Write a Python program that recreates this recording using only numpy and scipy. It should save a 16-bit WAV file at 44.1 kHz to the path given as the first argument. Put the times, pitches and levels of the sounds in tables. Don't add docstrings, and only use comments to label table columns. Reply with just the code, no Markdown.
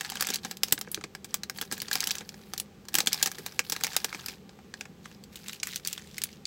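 import sys
import numpy as np
from scipy import signal
from scipy.io import wavfile

SR = 44100
rng = np.random.default_rng(int(sys.argv[2]) if len(sys.argv) > 2 else 0)


def to_wav(sig):
    pcm = np.clip(np.atleast_2d(sig), -1, 1) * 32767
    pcm = np.round(pcm).astype(np.int16)
    wavfile.write(sys.argv[1], SR, pcm.T)


N = 284886

# low f/Hz, high f/Hz
FILM_BANDS = [(160, 600), (600, 2500), (2500, 8000), (8000, 16500)]


def from_db(db):
    return 10 ** (np.asarray(db) / 20)


def rms_one(x):
    return x / np.sqrt(np.mean(x ** 2) + 1e-20)


def unit_energy(x):
    return x / np.sqrt(np.sum(x ** 2) + 1e-20)


def add(out, s, sound):
    start = int(np.clip(round(s * SR), 0, N - 1))
    out[start:start + len(sound)] += sound[:N - start]


def band(low, high, order=2):
    return signal.butter(order, [low, high], "band", fs=SR, output="sos")


def resonate(x, hz, width_hz):
    r = np.exp(-np.pi * width_hz / SR)
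    numerator = np.array([1, 0, -1]) * (1 - r * r) / 2
    denominator = [1, -2 * r * np.cos(2 * np.pi * hz / SR), r * r]
    return signal.lfilter(numerator, denominator, x + 1e-18)


def drift(rate):
    count = int(N / SR * rate) + 2
    targets = rng.standard_normal(count)
    return rms_one(np.interp(np.arange(N) / SR * rate, np.arange(count), targets))


def coloured_noise(spectrum, count):
    hz, level_db = np.transpose(spectrum)
    edges = np.geomspace(hz[0], hz[-1], count + 1)
    white, out = rng.standard_normal((2, N)), 0
    for k, (low, high) in enumerate(zip(edges, edges[1:])):
        gain_db = np.interp(np.log(low * high) / 2, np.log(hz), level_db)
        out = out + from_db(gain_db) * signal.sosfilt(band(low, high), white[k % 2])
    return rms_one(out)


def colour(x, resonances):
    for hz, width_hz, gain_db in resonances:
        x = x + (from_db(gain_db) - 1) * resonate(x, hz, width_hz)
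    return x


def snaps(click, facet_q, damping_hz, ring_db, ring_db_per_octave, usual_facet_hz,
          flutter_s, flutter_db, thud_s, part_db):
    # hollow level/dB, sizzle level/dB
    creases = [(.0093, -30.5, 0.00099, 1870, -2.5, -4), (.048, -35, 0.001, 4380, -2.5, -14),
               (.1, -34, .0012, 3120, -8.5, -0.5), (0.12, -36.5, .0023, 805, 0.5, -9),
               (0.155, -35.5, 0.0018, 1560, -1, -4), (0.1706, -34.5, 0.0028, 3150, -5, -17),
               (0.2084, -25, 0.0027, 4770, -6.5, 0), (0.224, -27, 0.0019, 11300, -1.5, 0.5),
               (0.27, -29, 0.00086, 7900, -9, -2.5), (0.2875, -30.5, 0.011, 3570, -6.5, -5),
               (0.3027, -27.5, 0.004, 5440, -9, -5), (0.3378, -29.5, .0046, 4220, -21, -4),
               (0.3432, -27.5, .0013, 4100, -15, -4.5), (.358, -28, 0.00055, 4640, -28, -5),
               (0.4485, -32, .0074, 5770, -2.5, -8), (0.5113, -32.5, 0.0037, 7800, -7, -4.5),
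               (0.5704, -41.5, .0009, 5030, -14, -3), (.6336, -19, 0.003, 5200, -11, -3),
               (.6835, -39.5, 0.0023, 6650, -9, -5), (0.7234, -18, 0.0043, 8100, -10, 3.5),
               (.7778, -36.5, 0.0052, 3800, -0.5, -17), (0.7897, -51, .001, 12900, -6, 13),
               (0.8121, -31.5, .0032, 5630, -8, -2.5), (0.8744, -58.5, .0021, 1650, 15, -25),
               (0.9155, -46, 0.0088, 10100, -11, 16), (0.9453, -26.5, 0.00045, 6340, -16.5, -6.5),
               (0.9749, -53, 0.0046, 1570, 11.5, -19), (1.0112, -46, 0.0015, 1300, 2.5, -23),
               (1.0391, -36, 0.0038, 2360, 1.5, -14), (1.1502, -39, 0.0012, 5420, 0.5, -7),
               (1.2447, -38.5, 0.0066, 8100, -7.5, -3), (1.3422, -24, .0011, 7920, -7.5, -0.5),
               (1.434, -31.5, 0.0011, 4110, -8.5, -9.5), (1.4974, -31.5, 0.0019, 5430, -2.5, -4),
               (1.5749, -48.5, 0.00071, 13000, -20, 7.5), (1.5859, -36, 0.0015, 4540, -3, -15),
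               (1.6129, -29, 0.0059, 3470, -5.5, -2), (1.6244, -39, 0.004, 1650, 0.5, -17),
               (1.7135, -34.5, 0.0081, 5100, -2, -7), (1.7238, -28.5, 0.012, 8100, -7, -1.5),
               (1.779, -43, .0013, 1616, -1, 1), (1.8019, -33.5, 0.0021, 4370, -27, -13),
               (1.8184, -31.5, 0.0017, 4800, -5.5, 0.5), (1.8835, -36.5, .0015, 4600, -6, -17),
               (1.9133, -30.5, 0.00068, 1670, 1.5, -6), (1.9301, -24.5, 0.007, 4310, -22, -2),
               (1.9545, -25, 0.002, 5050, -3.5, -2.5), (2.0048, -24.5, 0.002, 6390, -20, -5.5),
               (2.0403, -29.5, .0016, 5470, -28, -3), (2.0719, -25, 0.0038, 3140, -13, -2.5),
               (2.108, -24, 0.00033, 5500, -36, -14), (2.1135, -27.5, .0006, 4730, -15, -5),
               (2.1536, -33.5, .0011, 6236, -7.5, -5), (2.1834, -34, 0.00083, 5730, -25, -13),
               (2.208, -41, 0.0087, 3640, 1, -24), (2.291, -37, .0021, 5500, -16, -8.5),
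               (2.342, -48, 0.0021, 5160, -0.5, -17), (2.5355, -32.5, 0.0038, 6070, -4, -4),
               (2.578, -32, 0.0031, 7100, -18, -1), (2.5996, -30, 0.00075, 8470, -18, 3.5),
               (2.853, -53.5, 0.0011, 7030, -2.5, -7), (2.8849, -38, 0.0033, 5600, -7.5, -4.5),
               (2.9419, -27, 0.0018, 11820, -5, 1), (2.9521, -19.5, .0038, 3170, -10, 0),
               (2.985, -21.5, 0.0037, 7900, -5, -1), (3.004, -22, 0.0022, 6300, -10, -10),
               (3.0608, -36, 0.0017, 7600, -6, 0), (3.0716, -17.5, 0.0071, 3470, -11, -7),
               (3.1301, -21.5, .0011, 5850, -34, -3), (3.1438, -30, 0.0019, 5350, -9, -6),
               (3.2269, -17, 0.0053, 7100, -15.5, -2), (3.2593, -23.5, 0.0058, 5960, -7.5, -3.5),
               (3.2719, -28, 0.0057, 7590, -6, -6), (3.3155, -36.5, 0.0047, 5820, -6, -1),
               (3.3838, -39.5, 0.01, 1900, -2, -2), (3.4621, -32, 0.0025, 9230, -4, -1),
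               (3.5923, -21, 0.0011, 2612, 0, -8.5), (3.6979, -30, 0.0017, 5800, -12, 2),
               (3.7214, -24, 0.0092, 7676, -9.5, -5), (3.7635, -33, 0.0017, 4200, -1.5, -8),
               (3.8094, -39, 0.0047, 8050, 0.5, -4), (3.8365, -23, 0.0013, 4570, -10.5, -2),
               (3.8448, -25.5, 0.0059, 2247, -6, -8), (3.8677, -32.5, 0.0015, 5690, -2.5, -4),
               (3.9325, -38.5, 0.0017, 7595, -6, -8), (3.9648, -20, 0.002, 7080, -7, -1),
               (4.0446, -24, 0.0039, 5820, -5, -3.5), (4.128, -41.5, 0.00079, 2195, 8.5, -17),
               (4.1466, -37, 0.0061, 2500, 3, -11), (4.2608, -34, .0027, 5000, -12, 0),
               (4.284, -33, 0.006, 2572, -6, -6), (4.4923, -50, 0.0018, 3790, -3.5, -26),
               (4.5886, -62, .0043, 775, 12, -20), (4.7397, -39, .0017, 1803, 0, -19),
               (4.8094, -34, 0.0016, 2530, -2.5, -14), (4.8542, -49, .0025, 2572, 5, -14),
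               (5.0571, -45.5, .0014, 1169, 5, -22), (5.1144, -54, 0.00088, 2804, 2.5, -19),
               (5.2383, -47, 0.0005, 4840, -28, -6), (5.357, -42, 0.0094, 3680, -5.5, -3),
               (5.483, -37, 0.00042, 3714, -5.5, -6.5), (5.4953, -39, 0.00076, 4013, 1, -20),
               (5.5308, -41, 0.003, 2946, -1.5, -4), (5.6001, -42, 0.001, 5890, -23, -24),
               (5.6305, -34.5, 0.0029, 4800, 5.5, -13), (5.6331, -29.5, .0004, 7560, -35, -7.5),
               (5.6709, -37.5, 0.0015, 7300, 2.5, 0.5), (5.7592, -31.5, 0.0015, 6220, -11, -3.5),
               (5.8496, -35.5, 0.0017, 4600, -10, -10), (5.8732, -30.5, 0.0019, 6010, -22, 2.5),
               (5.9287, -34, 0.0015, 7500, -22, -1.5), (5.9779, -38, .0013, 3470, 1, -15),
               (6.1813, -36, 0.0017, 2173, 1.5, -1.5), (6.218, -33.5, 0.00075, 7830, -5.5, -8),
               (6.2371, -30, 0.0017, 10470, -9, 4), (6.4543, -32, 0.00026, 4655, -42, -27)]
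    base_thud_db, thud_db_per_doubling, usual_crease_s = -12.5, 3.5, .002
    t, out = np.arange(SR // 16) / SR, np.zeros(N)
    filters = [band(low, high, order=3) for low, high in FILM_BANDS]
    for s, level_db, decay_s, facet_hz, hollow_db, sizzle_db in creases:
        scatter, flutter, panel = rng.standard_normal((3, len(t)))
        burst = unit_energy(scatter * np.exp(-t / decay_s))
        burst[0] += click

        age = np.pi * (damping_hz + facet_hz / facet_q) * t
        ring = unit_energy(age * np.exp(-age) * np.sin(2 * np.pi * facet_hz * t))
        facet_db = ring_db + ring_db_per_octave * np.log2(facet_hz / usual_facet_hz)
        crack = unit_energy(burst + from_db(facet_db) * ring)

        film = crack + from_db(flutter_db) * unit_energy(flutter * np.exp(-t / flutter_s))
        thud = unit_energy(panel * np.exp(-t / thud_s)) + film
        thud_db = hollow_db + base_thud_db + thud_db_per_doubling * np.log2(decay_s / usual_crease_s)

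        gains = from_db(level_db + np.array([thud_db, hollow_db, 0, sizzle_db]) + part_db)
        sources = [thud, film, film, film]
        parts = [unit_energy(signal.sosfilt(sos, x)) for sos, x in zip(filters, sources)]
        add(out, s, gains @ np.array(parts) * np.sqrt(SR * .005))
    return out


def effort():
    # start t/s, length/s, rustle level/dB, sizzle level/dB relative to the rustle
    moves = [(0, .19, -43, -10.5), (0.201, .15, -38, -14), (0.434, 0.085, -47, -5.5), (0.643, .08, -46, -5),
             (0.816, 0.21, -57, -14), (1.294, 0.068, -51, -11), (1.557, 0.09, -47, -3.5),
             (1.72, .19, -48, -5), (1.93, .17, -38, -7), (2.11, 0.079, -43, -6), (2.195, 0.31, -57, -2),
             (2.531, 0.089, -52, -9), (2.95, 0.062, -36, -5), (3.123, 0.13, -39, -7), (3.3, .26, -48, -4),
             (3.652, .03, -49.5, 0), (3.708, 0.12, -45, -6), (3.84, .18, -41, -7), (4.041, .29, -46, -6),
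             (4.509, .2, -65.5, -10), (4.771, 0.062, -56, -6), (5.04, .1, -54, -7.5),
             (5.329, .13, -52.5, -6.5), (5.471, 0.078, -48, -4), (5.651, .12, -43, -6),
             (5.861, 0.082, -42.5, -6), (5.968, .38, -52, -11)]
    swell_s, release_s, rest_db, rest_sizzle_db = .012, .025, -75, -77.5
    t = np.arange(N) / SR
    rustle, sizzle = from_db(rest_db) ** 2, from_db(rest_sizzle_db) ** 2
    for start, length, level_db, sizzle_db in moves:
        before, after = np.maximum(start - t, 0), np.maximum(t - start - length, 0)
        envelope = np.exp(-before / swell_s - after / release_s)
        rustle = rustle + (from_db(level_db) * envelope) ** 2
        sizzle = sizzle + (from_db(level_db + sizzle_db) * envelope) ** 2
    return 10 * np.log10(rustle), 10 * np.log10(sizzle)


def crackle(level_db, sizzle_db, per_s, size_db, decay_s, facet_q, ring_db, top_db):
    t, ticks = np.arange(SR // 100) / SR, np.zeros(N)
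    flips = np.cumsum(per_s * from_db((level_db + 50.5) / 3)) / SR
    draws = rng.random((1500, 3))
    due = np.cumsum(2 * draws[:, 0])
    starts = np.searchsorted(flips, due[due < flips[-1]])
    scatter = rng.standard_normal((len(draws), len(t)))
    for start, (_, size, pitch), waves in zip(starts, draws, scatter):
        burst = waves * np.exp(-t / decay_s)
        hz = 1300 * 8 ** pitch
        ring = unit_energy(resonate(burst, hz, hz / facet_q))
        tick = unit_energy(burst) + from_db(ring_db) * ring
        add(ticks, start / SR, from_db(size_db * size) * unit_energy(tick))
    body = rms_one(signal.sosfilt(band(620, 8000), ticks))
    top = rms_one(signal.sosfilt(band(*FILM_BANDS[-1]), ticks))
    return from_db(level_db) * body + from_db(sizzle_db + top_db) * top


def sliding(level_db, sizzle_db, grip_db, top_db):
    # f/Hz, relative level/dB per Hz
    rub = [(300, -6), (600, -2.5), (800, 11.5), (1150, -1.5), (1700, -2), (3000, 4.5), (5000, 0),
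           (8000, -6)]
    hiss = from_db(level_db) * coloured_noise(rub, count=10)
    top = rms_one(signal.sosfilt(band(*FILM_BANDS[-1]), rng.standard_normal(N)))
    grain = rms_one(from_db(grip_db * np.tanh(drift(400))))
    return (hiss + from_db(sizzle_db + top_db) * top) * grain


def bumps(decay_s, width_hz, sway_hz, sway_db):
    # t/s, peak level/dB of the pop before the mix, f/Hz
    pushes = [(.3, -31, 262), (0.445, -36.5, 195), (.723, -25.5, 267), (.874, -37, 418), (.974, -29, 323),
              (1.04, -32.5, 346), (1.622, -37, 340), (1.718, -38, 330), (2.209, -45, 381),
              (2.941, -30.5, 306.7), (2.98, -31, 317.4), (3.034, -33, 377), (3.392, -31, 370),
              (3.594, -35, 396)]
    t, out = np.arange(SR // 8) / SR, np.zeros(N)
    for s, peak_db, hz in pushes:
        push = rng.standard_normal(len(t)) * np.exp(-t / decay_s)
        for mode_hz, mode_db in (hz, 0), (sway_hz, sway_db):
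            pop = resonate(resonate(push, mode_hz, width_hz), mode_hz, width_hz)
            add(out, s, from_db(peak_db + mode_db) * pop / np.abs(pop).max())
    return out


def wrappers(film, sweets_cut_hz, sweets_db, sweets_from_s):
    # f/Hz, width/Hz, level/dB
    bag_modes = [(642, 190, -8), (776, 72, 5.5), (1105, 68, -3), (1655, 100, 6.5), (2730, 280, -1),
                 (2900, 140, -1.5), (4780, 1400, 2.5), (5350, 560, -0.5), (8120, 540, -1)]
    share = np.clip((np.arange(N) / SR - sweets_from_s) * 20, 0, 1)
    sweets = signal.sosfilt(signal.butter(2, sweets_cut_hz, "high", fs=SR, output="sos"), film)
    return (1 - share) * colour(film, bag_modes) + share * from_db(sweets_db) * sweets


def room(x, wall_cut_hz, echo_s, echo_db, t60_s, tail_db):
    t = np.arange(SR // 3) / SR
    tail = rng.standard_normal(len(t)) * from_db(-60 * t / t60_s) * (1 - np.exp(-t / 0.0028))
    dull = signal.sosfilt(signal.butter(1, wall_cut_hz, fs=SR, output="sos"), tail)
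    response = from_db(tail_db) * unit_energy(dull)
    response[int(echo_s * SR)] += from_db(echo_db)
    return x + signal.fftconvolve(x, response)[:N]


def background(air_db):
    # f/Hz, relative level/dB per Hz
    air = [(35, -44.5), (47, -6), (60, -15), (82, -2), (105, -10.5), (150, -1), (200, 0.5), (270, -12.5),
           (430, -6.5), (620, -22.5), (1100, -23.5), (3000, -26.5), (7000, -32.5), (10500, -42),
           (16000, -35.5)]
    # f/Hz, width/Hz, rms level/dB
    hum_bands = [(204, 28.6, -60), (384, 140, -67), (787, 100, -71), (1172, 70, -77)]
    hum = 0
    for hz, width_hz, level_db in hum_bands:
        tone = resonate(resonate(rng.standard_normal(N), hz, width_hz), hz, width_hz)
        hum = hum + from_db(level_db) * rms_one(tone)
    return from_db(air_db) * coloured_noise(air, count=27) + hum


def scene():
    level_db, sizzle_db = effort()
    film = snaps(click=.25, facet_q=35, damping_hz=370, ring_db=-6.5, ring_db_per_octave=-0.5,
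                 usual_facet_hz=4480, flutter_s=0.005, flutter_db=-2.5, thud_s=0.0094,
                 part_db=[-.2, -0.38, 0.21, -0.2])
    film = film + from_db(-5.0) * crackle(level_db, sizzle_db, per_s=150, size_db=20.5, decay_s=0.0021,
                                          facet_q=3.8, ring_db=-4.0, top_db=-9.0)
    film = film + from_db(-10.5) * sliding(level_db, sizzle_db, grip_db=4.0, top_db=4.0)
    near = wrappers(film, sweets_cut_hz=1880, sweets_db=3.0, sweets_from_s=5.28)
    near = near + from_db(-5) * bumps(decay_s=0.008, width_hz=160, sway_hz=164, sway_db=-3.5)
    heard = room(near, wall_cut_hz=14000, echo_s=0.012, echo_db=-26, t60_s=0.093, tail_db=-17.5)
    return (heard + background(air_db=-52.5))[None]


def record(dry):
    # f/Hz, width/Hz, level/dB
    capsule = [(8100, 340, 1.5), (9300, 1400, -4.5), (11950, 860, 1), (13600, 890, -3)]
    cutoff_hz = 15850
    steep = signal.ellip(10, .2, 70, cutoff_hz, fs=SR, output="sos")
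    return signal.sosfilt(steep, colour(dry, capsule))


dry = scene()
out = record(dry)
to_wav(out)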